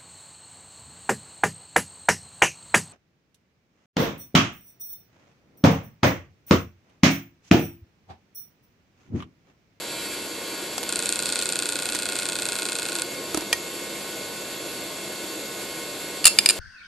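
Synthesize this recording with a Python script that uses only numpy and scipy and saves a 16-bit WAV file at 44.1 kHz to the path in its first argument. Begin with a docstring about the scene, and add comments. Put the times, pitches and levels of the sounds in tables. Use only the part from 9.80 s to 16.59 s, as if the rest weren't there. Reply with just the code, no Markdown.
"""Opened hard drive, close up

An opened hard drive runs on a wooden table, close to a stereo microphone.
The platter stirs the air as filtered noise; spindle and bearings hiss, rasp and whine as combed noise and tones.
For two seconds pulses through resonances make the stuck head arm buzz 30 times a second; its heads scrape and chirp.
The casing clicks a few times; at the end a finger frees the arm, which clatters on its stops as cracks and rings."""
import sys
import numpy as np
from scipy import signal
from scipy.fft import rfft, irfft
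from scipy.io import wavfile

SR = 44100
rng = np.random.default_rng(int(sys.argv[2]) if len(sys.argv) > 2 else 0)


def dump_mix(stems):
    """Bounce the given channels to the path in sys.argv[1] as a 16-bit WAV at rate SR."""
    frames = np.atleast_2d(stems).T  # one column per channel
    limited = np.clip(frames, -1, 1)  # hard clip at full scale
    pcm = np.round(limited * 32767).astype(np.int16)
    wavfile.write(sys.argv[1], SR, pcm)


N = 299439
TIME = np.arange(N) / SR  # s
FREQS = np.maximum(np.arange(N // 2 + 1) * SR / N, 1)  # Hz

SPINDLE_HZ, BALL_PASS_HZ = 89.8, 236.0
# the kicks of the seek: first one and period in seconds
SEEK_START_S, SEEK_PERIOD_S, KICK_COUNT = 1.0911, .033251, 65
LEFT_LEAD_S = .000014  # the left side hears buzz and whine this much earlier
# Likeness of the two microphone sides. Each row: frequency in Hz, left-right likeness (1 = identical).
LIKENESS = [(30, 0.58), (110, .85), (250, 0.99), (1200, 0.92), (2400, 0.77), (4400, 0.59), (7500, 0.46),
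            (9000, -0.026), (12000, 0.38)]


def from_db(db):
    """Decibels to gain."""
    return 10 ** (np.asarray(db) / 20)


def in_time(rows, times):
    """Each column of a curve at the given times."""
    s, *columns = np.transpose(rows)
    return [np.interp(times, s, column) for column in columns]


def at_hz(points, hz):
    """A curve over frequency, read on a log-frequency axis."""
    f, value = np.transpose(points)
    return np.interp(np.log(hz), np.log(f), value)


def likeness(hz):
    """How alike the two sides are at a frequency."""
    return np.clip(at_hz(LIKENESS, hz), -1, 1)


def delay(seconds):
    """The frequency response of a pure delay."""
    return np.exp(-2j * np.pi * FREQS * seconds)


def drift(rate_hz):
    """Slow random wandering with spread 1: white noise low-passed near the given rate."""
    slow = irfft(rfft(rng.standard_normal(N)) / (1 + (FREQS / rate_hz) ** 2), N)
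    return slow / slow.std()


def noise(gain):
    """Stereo noise shaped by a gain per frequency; mid and side are mixed for the likeness of the sides."""
    alike = likeness(FREQS)
    mid, side = rfft(rng.standard_normal((2, N))) * gain * np.sqrt(SR / 2)
    side_share = np.sqrt((1 - alike) / (1 + alike + 1e-6))
    return irfft(mid + side_share * side * [[1], [-1]], N)


def recurring(hz, share):
    """Comb gain of noise that partly comes round again on every turn, some orders far more than others."""
    orders = np.arange(FREQS[-1] / hz + 2) * hz
    order_shares = share * rng.exponential(1, len(orders))
    share = np.clip(np.interp(FREQS, orders, order_shares), 0, .7)
    return np.sqrt(1 - share ** 2) / np.abs(1 - share * delay(1 / hz))


def resonances(modes):
    """Gain per frequency of overlapping resonances (Hz, width Hz, dB), summed as power."""
    power = 0
    for hz, width, db in modes:
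        power = power + from_db(db) ** 2 / (1 + ((FREQS - hz * hz / FREQS) / width) ** 2)
    return np.sqrt(power)


def causal(gain):
    """The response with this gain that only rings after its cause (minimum phase)."""
    cepstrum = irfft(np.log(gain + 1e-9), N)
    first_half = np.arange(N) < N // 2
    return gain * np.exp(1j * rfft(2 * cepstrum * first_half).imag)


def ring(hits, modes, rise_s=0.00055, size=16000):
    """Damped sines set off by each hit (s, dB), a little differently every time and on each side."""
    out = np.zeros((2, N + size))
    t = np.arange(size) / SR
    hz, mode_db, t60 = np.transpose(modes)[:, :, None]
    apart = np.arccos(likeness(hz))
    decay = np.exp(-np.log(1000) * t / t60)
    rise = 1 - np.exp(-t / rise_s)
    for s, db in hits:
        phase = rng.uniform(0, 2 * np.pi, hz.shape) + apart * rng.normal(0, 0.51, (2, len(hz), 1))
        height = from_db(db + mode_db + rng.normal(0, 1, hz.shape)) * decay
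        at = round(s * SR)
        out[:, at:at + size] += (height * np.sin(2 * np.pi * hz * t + phase)).sum(1) * rise
    return out[:, :N]


def crack(hits, colour, rise_ms=0.16):
    """The dense, quickly dying modes of a hard contact (s, dB, decay ms), as coloured noise bursts."""
    dense = noise(from_db(at_hz(colour, FREQS)))
    envelope = np.zeros(N)
    for s, db, decay_ms in hits:
        age_ms = np.maximum(TIME - s, 0) * 1000
        rise = 1 - np.exp(-age_ms / rise_ms)
        envelope += from_db(db) * rise * np.exp(-np.minimum(age_ms / decay_ms, 20) ** 0.94)
    return envelope * dense / dense.std()


def spinning(rough):
    """Wind of the platter, hiss that recurs with each turn, rasp that recurs with each bearing ball."""
    # Air stirred by the platter, before a treble loss. Each row: frequency in Hz, level in dB per Hz.
    wind_colour = [(25, -97), (45, -93), (66, -77.5), (90, -81.5), (130, -73.5), (230, -71), (335, -61.5),
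                   (420, -66.5), (570, -65.5), (800, -74), (1300, -80.5), (2500, -80.5)]
    # Spindle hiss, before humps and comb. Each row: frequency in Hz, level in dB per Hz.
    hiss_colour = [(400, -104), (1000, -81), (2600, -78.5), (3700, -79), (4700, -76), (5200, -84),
                   (6600, -81.5), (8400, -86), (9600, -85.5), (10600, -82), (11900, -81), (12300, -100),
                   (14000, -100), (15000, -115)]
    # Frame resonances that lift the hiss. Each row: frequency in Hz, width in Hz, lift in dB.
    hiss_humps = [(4520, 180, 3.1), (7450, 340, 11.1), (10800, 200, 5.4), (11730, 190, 9.1)]
    # Rasp of the bearing balls, before comb and swells. Each row: frequency in Hz, level in dB per Hz.
    rasp_colour = [(900, -82.5), (2400, -71.5), (3400, -78), (4500, -82), (5400, -77), (6600, -85),
                   (7300, -72), (8300, -72.5), (9700, -81.5), (11000, -73), (11800, -77), (12400, -100)]
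    humps_db = sum(db / (1 + (2 * (FREQS - hz) / width) ** 2) for hz, width, db in hiss_humps)
    wind = noise(from_db(at_hz(wind_colour, FREQS)) / (1 + (FREQS / 3000) ** 2))
    hiss_gain = from_db(at_hz(hiss_colour, FREQS) + humps_db)
    hiss = noise(hiss_gain * recurring(SPINDLE_HZ, share=0.3))
    rasp_gain = from_db(at_hz(rasp_colour, FREQS))
    rasp = noise(rasp_gain * recurring(BALL_PASS_HZ, share=0.37))
    # the rasp rises while the bearing is rough and while the arm shakes the frame
    shaken = (TIME > SEEK_START_S) & (TIME < SEEK_START_S + KICK_COUNT * SEEK_PERIOD_S)
    rasp_db = -11 + 4 * rough + 3.2 * shaken
    hiss_flutter = from_db(.5 * drift(24))
    return wind + hiss * hiss_flutter + rasp * from_db(rasp_db + 2.6 * drift(8))


def roughness():
    """How roughly the bearing runs: uneven, about 1 at first, dying away towards 0 as it settles."""
    # Uneven grinding of the bearing. 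Each row: time in seconds, level in dB (only its swings count).
    grinding = [(0.0, -48), (0.134, -39.5), (0.33, -40.5), (0.47, -50), (0.634, -51), (0.656, -42.5),
                (0.95, -46.5)]
    settle_from_s, settle_s = 1.4, 0.74  # start and time constant
    span_db = 8  # dB of grinding that make one unit of roughness
    grinding_db, = in_time(grinding, TIME)
    uneven = (grinding_db - grinding_db[TIME < grinding[-1][0]].mean()) / span_db
    return (1 + uneven) * np.exp(-np.maximum(TIME - settle_from_s, 0) / settle_s)


def whine(rough, flutter_db=2.0, wander_rad=0.4, motor_db=-0.18, bearing_db=-1.0):
    """Fluttering sines: the bearing's mostly fade as it settles, the motor's are slightly quieter at first."""
    # Tones of the motor. Each row: frequency in Hz, rms level in dB before motor_db and the early softening.
    motor_tones = [(203, -54.5), (1077, -52.5), (1483, -50.5), (2155, -49.5), (2690, -50.5), (3370, -51.5),
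                   (3640, -52.5), (4307, -53), (5469, -61), (5615, -61), (6736, -50.5), (7860, -56),
                   (8333, -56.5), (8382, -58), (8985, -59)]
    # Tones of the rough bearing. Each row: multiple of the ball pass rate, rms level in dB before bearing_db.
    ball_tones = [(2, -51), (4, -54), (6, -55), (7, -56), (10, -51), (11, -53), (13, -53), (14, -51),
                  (15, -54), (16, -55), (17, -48), (18, -53.5), (19, -46.5), (20, -52), (21, -55),
                  (31, -52.5)]
    # What the bearing tones lose as it settles. Each row: frequency in Hz, loss in dB.
    settling_loss = [(500, -0.5), (950, 1), (1400, 4), (2500, 7), (3700, 5), (4400, 4.5), (7300, 3)]
    motor_early_db = -0.5  # motor tones are slightly quieter at first; follows the roughness curve
    tones = [(hz, motor_db + db + motor_early_db * rough) for hz, db in motor_tones]
    for multiple, db in ball_tones:
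        hz = multiple * BALL_PASS_HZ
        tones.append((hz, bearing_db + db - at_hz(settling_loss, hz) * (1 - rough)))
    slow = np.array([drift(8.5) for _ in range(6)])
    out = np.zeros((2, N))
    for hz, db in tones:
        # each tone takes its flutter from shifted copies of the shared drifts
        swell, wander = (np.roll(slow[rng.integers(6)], rng.integers(N)) for _ in range(2))
        gain = from_db(db + flutter_db * swell)
        phase = 2 * np.pi * (hz * TIME + rng.random()) + wander_rad * wander
        apart = np.pi * hz * LEFT_LEAD_S + rng.normal(0, 0.11) * np.arccos(likeness(hz))
        out += np.sqrt(2) * gain * np.sin([phase + apart, phase - apart])
    return out


def seek(level_db=0.0, bending_lag=.14, echo_s=0.00197, echo_share=0.1, return_treble_db=2.0,
         soft_hz=10500, snap_scatter_db=1.9):
    """The coil kicks the stuck arm out and back; bending waves bring the treble first."""
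    # Arm and frame under the kicks. Each row: frequency in Hz, width in Hz, level in dB.
    arm_modes = [(380, 170, -13), (884, 70, -0.5), (1453, 35.7, 16), (1594, 52, 5.5), (2535, 170, 7.5),
                 (3310, 180, 2.5), (3540, 140, 6), (4090, 150, 9), (4590, 250, 9.5), (5300, 550, -12),
                 (6330, 630, -4), (7100, 240, 3.5), (7770, 154, 9.5), (8600, 340, -3), (8630, 375, 8.5),
                 (9000, 440, 3)]
    return_lag_s, return_db = .00948, -4  # the return kick is later and weaker
    kick_start_db, kick_build_s = -2.5, .3  # the kicks start weaker and build up
    # the snap stays bright for a while, then fades with a time constant to dull
    snap_bright_db, snap_hold_s, snap_fade_s, snap_dull_db = 6.5, 0.56, 0.38, -0.9
    arm_trip_s, arm_reflection = .00065, .6  # wave's round trip along the arm, share its end reflects
    age = SEEK_PERIOD_S * np.arange(KICK_COUNT)
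    starts = SEEK_START_S + age
    kick_db = kick_start_db * np.exp(-age / kick_build_s)
    bright = np.exp(-np.maximum(age - snap_hold_s, 0) / snap_fade_s)
    bright[-1] = 1  # the last kick snaps fully and has no return
    treble_db = snap_dull_db + (snap_bright_db - snap_dull_db) * bright
    treble_db = treble_db + rng.normal(0, snap_scatter_db, KICK_COUNT)
    at = np.round(np.r_[starts, starts[:-1] + return_lag_s] * SR).astype(int)
    force_db = np.r_[kick_db, kick_db[:-1] + return_db] + level_db + rng.normal(0, .8, len(at))
    snap_db = force_db + np.r_[treble_db, np.full(KICK_COUNT - 1, return_treble_db)]
    direction = np.r_[np.ones(KICK_COUNT), -np.ones(KICK_COUNT - 1)]
    push, snap = np.zeros((2, N))
    push[at] = direction * from_db(force_db)
    snap[at] = direction * from_db(snap_db)
    treble = 1 / (1 + (5500 / FREQS) ** 4)
    # the dull part of each kick runs to and fro along the arm and echoes off the table; the snap leaves at once
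    trip = delay(arm_trip_s)
    to_and_fro = (arm_reflection - trip) / (1 - arm_reflection * trip)
    table_echo = 1 + echo_share * delay(echo_s)
    force = rfft(push) * (1 - treble) * to_and_fro * table_echo + rfft(snap) * treble
    arm = causal(resonances(arm_modes) / np.sqrt(1 + (FREQS / soft_hz) ** 16))
    left = force * arm * delay(bending_lag / np.sqrt(FREQS + 200))
    return irfft(np.array([left, left * delay(LEFT_LEAD_S)]), N)


def heads():
    """The trembling heads scrape on the platter in one swell of resonant noise, and chirp once."""
    # Resonances of the scrape, before its swell. Each row: frequency in Hz, width in Hz, level in dB per Hz.
    scrape_modes = [(4260, 320, -66), (4500, 180, -68), (7130, 380, -75), (8900, 600, -77)]
    # The chirp of a head. Each row: start in seconds, level in dB.
    chirp = [(1.6115, -21)]
    # What the chirp rings with. Each row: frequency in Hz, level in dB, t60 in seconds.
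    chirp_modes = [(3600, -2, 0.039), (2900, -6, 0.033)]
    full_s, hold_s = 1.49, .12
    rise_db_per_s, fall_db_per_s = 63, 130
    early = np.maximum(full_s - TIME, 0)
    late = np.maximum(TIME - full_s - hold_s, 0)
    scrape_db = -2 - rise_db_per_s * early - fall_db_per_s * late
    scrape = noise(resonances(scrape_modes) / (1 + (FREQS / 11000) ** 12))
    return scrape * from_db(scrape_db + 3.9 * drift(40)) + ring(chirp, chirp_modes)


def freed_arm():
    """The arm slams and rebounds: each contact cracks, and platter and stops ring on."""
    # Hits on the stops. Each row: start in seconds, crack in dB, platter ring in dB, stop ring in dB.
    clacks = np.array([(6.443, -13, -15.5, -14), (6.454, 8.5, -8, -5), (6.457, -7, -6.5, -10),
                       (6.4672, 2, -4, -23), (6.4741, -0.5, -22, -16), (6.479, -8, -22, -16),
                       (6.5869, -0.5, -21, 0.5), (6.6595, -3.5, -20, -3.5), (6.689, -4.5, -34, -7.5),
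                       (6.6975, -11, -16, -6), (6.702, -15.5, -37, -14), (6.7066, -11, -43, -28)])
    # Colour of the cracks. Each row: frequency in Hz, relative level in dB.
    clack_colour = [(30, -40), (450, -9), (750, -13.5), (1300, -6.5), (2400, -8.5), (3600, -5), (4800, 4.5),
                    (5700, -12), (7200, 4.5), (7900, -2), (9200, 6), (10700, -5), (12500, -13),
                    (16000, -34)]
    # What the platter rings with. Each row: frequency in Hz, level in dB, t60 in seconds.
    platter_modes = [(1200, -16, .03), (2700, -14, .15), (2748, -0.5, 0.037), (3550, -11, 0.036),
                     (4323, -26, 0.33), (5070, -20.5, 0.2), (7210, -19, 0.086), (7800, -22, .1),
                     (8460, -11, 0.028), (9430, -5, 0.033), (10450, -12, 0.037)]
    # What the stops ring with. Each row: frequency in Hz, level in dB, t60 in seconds.
    stop_modes = [(1780, -13, 0.018), (2400, -3.5, 0.014), (2890, -12.5, 0.024), (3610, -7.5, 0.019),
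                  (3980, -13, .018), (4740, -12, .022), (4910, -0.5, 0.026), (7050, -6, 0.012),
                  (8940, 4.5, 0.0059), (9710, -7, 0.011)]
    decay_ms = 2.2
    contacts = [(s, db, decay_ms) for s, db in clacks[:, :2]]
    cracks = crack(contacts, clack_colour)
    platter = ring(clacks[:, [0, 2]], platter_modes)
    return cracks + platter + ring(clacks[:, [0, 3]], stop_modes)


def casing():
    """Each click cracks and rings the metal casing and thumps the table, which answers more slowly."""
    # Small clicks. Each row: start in seconds, crack in dB, decay in ms, casing ring in dB, table thump in dB.
    clicks = np.array([(.745, -27, 2, -60, -34), (0.98, -17, 3.3, -56, -55), (1.0302, -15, 1.1, -55, -60),
                       (1.0356, -19.5, 1.5, -55, -60), (1.613, -22, 3.3, -35, -37),
                       (2.142, -24, 1.5, -46, -43), (2.1485, -17, 4, -33, -33),
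                       (3.5451, -14, 2.2, -50, -16.5), (3.573, -14.5, 2.6, -57, -17),
                       (3.608, -24, 2, -50, -45), (3.6199, -31, 3, -42, -27.5),
                       (3.728, -11, 4.1, -15.5, -33)])
    # Colour of the clicks. Each row: frequency in Hz, relative level in dB.
    click_colour = [(100, -8), (900, 2), (1800, -3), (3500, -2), (6300, 1.5), (9000, -0.5), (11500, -3.5),
                    (13000, -12), (16000, -45)]
    # What the casing rings with. Each row: frequency in Hz, level in dB, t60 in seconds.
    case_modes = [(967, -9, 0.058), (1876, -2.5, 0.065), (2390, 8, 0.015), (3220, 2, 0.025),
                  (4130, -1, .025), (4900, 4, 0.021), (6250, -14, 0.13), (7640, -18, .03),
                  (11400, -10, .015)]
    # What the table rings with. Each row: frequency in Hz, level in dB, t60 in seconds.
    table_modes = [(70, -26, .12), (181, -8, 0.022), (320, 2.5, 0.038), (420, -2, 0.027),
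                   (616, -8.5, 0.033), (1030, -7, 0.027), (1280, -14.5, 0.057)]
    cracks = crack(clicks[:, :3], click_colour, rise_ms=0.42)
    metal = ring(clicks[:, [0, 3]], case_modes, rise_s=0.00054)
    return cracks + metal + ring(clicks[:, [0, 4]], table_modes, rise_s=0.0015)


def room(x, near_db, far_db, near_t60=0.012, far_t60=0.25, size=14000):
    """Quick scatter from table and drive, then the faint tail of a small room, as decaying noise."""
    t = np.arange(size) / SR
    response = 0
    for db, t60, start_s in ((near_db, near_t60, .0015), (far_db, far_t60, .006)):
        tail = rng.standard_normal((2, size)) * np.exp(-np.log(1000) * t / t60) * (t > start_s)
        response = response + from_db(db) * tail / np.sqrt((tail ** 2).sum(1, keepdims=True))
    return x + signal.fftconvolve(x, response, axes=1)[:, :N]


def scene():
    """All parts of the drive, each pitch radiating a little to one side."""
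    # Balance of the two sides. Each row: frequency in Hz, left minus right in dB.
    balance = [(100, -2), (1200, 0.1), (2600, -1.5), (4500, -0.5), (7000, 1.5), (12000, -0.5)]
    halves = np.array([[.5], [-.5]])
    arm_pan_db = -1.2  # left minus right: arm and knocks sit a little to the right
    buzz = room(seek(), near_db=-9.0, far_db=-22)
    knocks = room(casing() + freed_arm(), near_db=-15.5, far_db=-17.0)
    rough = roughness()
    drive = spinning(rough) + whine(rough) + heads()
    drive = drive + (buzz + knocks) * from_db(arm_pan_db * halves)
    return irfft(rfft(drive) * from_db(at_hz(balance, FREQS) * halves), N)


def record(dry):
    """The microphone drops the deepest bass and overloads on the hardest clacks; the top is cut."""
    low_cut_hz, top_cut_hz = 30, 16300
    low_cut = signal.butter(2, low_cut_hz, "high", fs=SR, output="sos")
    top_cut = signal.cheby2(12, 60, top_cut_hz, fs=SR, output="sos")
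    heard = signal.sosfilt(low_cut, dry)
    overloaded = heard / (1 + heard ** 6) ** (1 / 6)
    return signal.sosfilt(top_cut, overloaded)


dry = scene()
out = record(dry)
dump_mix(out)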